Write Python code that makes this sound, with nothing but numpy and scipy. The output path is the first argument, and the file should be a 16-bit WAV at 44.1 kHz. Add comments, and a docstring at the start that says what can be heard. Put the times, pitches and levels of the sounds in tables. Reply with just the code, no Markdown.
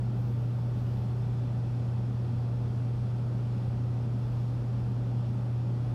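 """A small kitchen, where a pot simmers on the stove under an extractor fan.
Steady sines make the fan's hum at twice the mains frequency and a second motor's faint whine.
Shaped noise makes the low rumble of moving air, which rings in the room, and the even, fine hiss
of the simmering sauce. A few faint, high puffs are bright noise under rising and fading envelopes."""
import sys
import numpy as np
from scipy import signal
from scipy.fft import rfft, irfft
from scipy.io import wavfile
from scipy.ndimage import uniform_filter1d

SR = 44100
rng = np.random.default_rng(int(sys.argv[2]) if len(sys.argv) > 2 else 0)


def inscribe(sig):
    """Save sig as 16-bit PCM at rate SR to the path in sys.argv[1].

    A 1-D sig is mono; a 2-D sig holds one channel per row.
    Samples are clipped to [-1, 1] before scaling.
    """
    pcm = np.round(np.clip(np.atleast_2d(sig).T, -1, 1) * 32767)
    wavfile.write(sys.argv[1], SR, pcm.astype(np.int16))


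N = 261954

MAINS_HUM_HZ = 119.96  # magnetic pull in the fan motor, twice a mains cycle
SHAFT_HZ = 59.212  # a second motor, turning a little below mains speed
# fan hum: multiples of the hum pitch
HUM_MULTIPLES = [1, 3, 4, 10]
# fan hum: rms of each multiple before its slow drift [level/dB]
HUM_LEVELS_DB = [-30.1, -61, -64.5, -77]
# motor whine: multiples of the shaft speed
SHAFT_ORDERS = [6, 46, 73, 76, 94, 95, 97, 119]
# motor whine: rms of each order [level/dB]
SHAFT_LEVELS_DB = [-68, -88.5, -93.5, -92.5, -85.5, -93, -92, -97]
# faint steady tones in the fan noise [f/Hz]
THIN_TONES_HZ = [833.6, 909.4, 1193.4]
# rms of those tones [level/dB]
THIN_TONE_LEVELS_DB = [-68.5, -68, -72.5]
# spectral shape of the fan's moving air: [f/Hz, relative level per Hz/dB]
AIR_COLOUR = [(20, -28.5), (35, -14.5), (60, -8.5), (110, -6), (170, -5), (230, -5), (300, -14.5),
              (420, -15.5), (650, -19.5), (900, -23.5), (1050, -27), (1450, -28.5), (1850, -38),
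              (3000, -66)]
# standing waves of kitchen and hood: [f/Hz, width/Hz, relative level/dB]; negative = null at the microphone
STANDING_WAVES = [(49.8, 12, 9.5), (89.5, 18, 10.5), (138, 8.6, -10.5), (149, 13, 7), (198.7, 20, 5.5),
                  (271, 18, 5), (322, 23, 4), (365, 12, -6), (384, 17, 5.5), (578, 18, 5), (683, 22, -2.5),
                  (760, 34, 5.5), (868, 20, 4), (1980, 80, 2)]
# spectral shape of the simmer hiss: [f/Hz, relative level per Hz/dB]
FIZZ_COLOUR = [(1200, -11.5), (1900, -3), (2480, -.5), (3000, -2), (3450, 0), (3750, -4.5), (5300, -5.5),
               (5800, -10), (7900, -15.5), (9300, -15), (11000, -21), (13600, -24.5), (14150, -28.5),
               (14800, -26.5), (15700, -30)]
# faint high hisses, perhaps steam escaping: [start t/s, rise t/s, hold t/s, level/dB]
PUFFS = [(0.14, 0.044, 0.12, -74.5), (0.42, 0.08, 0.25, -82), (0.72, 0.08, 0.2, -77), (4.0, 0.3, 0.05, -81)]
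# spectral shape shared by the puffs: [f/Hz, relative level per Hz/dB]
PUFF_COLOUR = [(8000, -30), (11400, -13), (12100, -4.5), (12600, 0.5), (13300, -10), (14200, -10.5),
               (14900, -6.5), (15700, -9)]


def gain_of(db):
    """Decibels to amplitude."""
    return 10 ** (np.asarray(db) / 20)


def evened(x):
    """Scales to rms 1."""
    return x / np.sqrt(np.mean(x ** 2))


def read(points, hz):
    """Reads a spectrum table on a log-frequency axis."""
    f, level_db = np.transpose(points)
    return np.interp(np.log(hz + 1), np.log(f + 1), level_db)


def coloured_noise(spectrum_gain):
    """White noise with each frequency scaled by the given gain."""
    return irfft(rfft(rng.standard_normal(N)) * spectrum_gain, N)


def drift(rate_hz):
    """Slow random wander of rms 1, up to about rate_hz changes a second."""
    hz = np.fft.rfftfreq(N, 1 / SR)
    return evened(coloured_noise((hz > 0) * np.exp(-(hz / rate_hz) ** 2)))


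def tones(freqs_hz, levels_db):
    """Steady sines of random phase, each at its rms level."""
    t = np.arange(N) / SR
    total = np.zeros(N)
    for f, db in zip(freqs_hz, levels_db):
        amplitude = np.sqrt(2) * gain_of(db)  # rms to peak
        total += amplitude * np.sin(2 * np.pi * (f * t + rng.random()))
    return total


def motors():
    """Magnetic pull and turning shafts repeat exactly, so they sound as clean lines."""
    hum = tones(MAINS_HUM_HZ * np.array(HUM_MULTIPLES), HUM_LEVELS_DB)
    whine = tones(SHAFT_HZ * np.array(SHAFT_ORDERS), SHAFT_LEVELS_DB)
    thin_tones = tones(THIN_TONES_HZ, THIN_TONE_LEVELS_DB)
    hum_drift_db = 0.17 * drift(rate_hz=2.0)
    return hum * gain_of(hum_drift_db) + whine + thin_tones


def fan_air():
    """Turbulent air, lifted at the standing waves and dipped at the nulls."""
    level_db, drift_db = -38.5, 0.11  # rms before the room tail; rms of the level's wander
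    hz = np.fft.rfftfreq(N, 1 / SR)
    ring_db = np.zeros(len(hz))
    for f, width, db in STANDING_WAVES:
        ring_db += db / (1 + (2 * (hz - f) / width) ** 2)  # resonance-shaped bump
    rush = coloured_noise(gain_of(read(AIR_COLOUR, hz) + ring_db))
    return gain_of(level_db + drift_db * drift(rate_hz=9.4)) * evened(rush)


def simmer():
    """Countless tiny bubbles merge into noise with faint patches; the boil swells a little."""
    level_db, swell_db = -63, 0.35  # rms before the room tail; rms of the swell
    patch_db = 0.6  # rms of the patches over time and frequency
    window, hop = 512, 128  # samples
    hz = np.fft.rfftfreq(window, 1 / SR)
    real, imag, patches = rng.standard_normal((N // hop + 5, len(hz), 3)).T
    patches = uniform_filter1d(patches, size=8, axis=0)  # smooth over frequency
    patches = evened(uniform_filter1d(patches, size=24, axis=1))  # smooth over time
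    colour_db = read(FIZZ_COLOUR, hz)[:, None] + patch_db * patches
    frames = (real + 1j * imag) * gain_of(colour_db)
    hiss = signal.istft(frames, nperseg=window, noverlap=window - hop)[1][:N]
    return gain_of(level_db + swell_db * drift(rate_hz=2.5)) * evened(hiss)


def kitchen(x, wet_db, t60):
    """Hard walls add a dense tail above the single standing waves: a fine fixed spectral ripple."""
    n = SR // 2
    tail = rng.standard_normal(n) * gain_of(-60 * np.arange(n) / SR / t60)  # 60 dB down after t60 s
    tail /= np.linalg.norm(tail)
    highpass = signal.butter(4, 950, "high", fs=SR, output="sos")
    tail = signal.sosfilt(highpass, tail)
    return x + gain_of(wet_db) * signal.fftconvolve(x, tail)[:N]


def steam():
    """Each puff of hiss rises, holds and fades; all share one thin, bright colour."""
    fade_db_per_s = 45
    t, hz = np.arange(N) / SR, np.fft.rfftfreq(N, 1 / SR)
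    colour_db = np.where(hz > 8000, read(PUFF_COLOUR, hz), -80)
    hiss = evened(coloured_noise(gain_of(colour_db)))
    power = np.zeros(N)
    for start, rise, hold, db in PUFFS:
        ramp = np.clip((t - start) / rise, 0, 1)
        fade_s = np.maximum(t - start - rise - hold, 0)
        power += (ramp * gain_of(db - fade_db_per_s * fade_s)) ** 2
    return np.sqrt(power) * hiss


def scene():
    """Everything reaches one microphone; only the air and the simmer pass through the room tail."""
    noise = fan_air() + simmer()
    mix = motors() + kitchen(noise, wet_db=-13, t60=0.35) + steam()
    return mix[None]  # one channel


def record(dry):
    """The band limit: a steep 40 Hz slope down to silence at the upper edge."""
    edge_hz = 15765
    hz = np.fft.rfftfreq(2 * N, 1 / SR)
    band = np.clip((edge_hz - hz) / 40, 0, 1)
    return irfft(rfft(dry, 2 * N) * band, 2 * N)[:, :N]


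dry = scene()
out = record(dry)
inscribe(out)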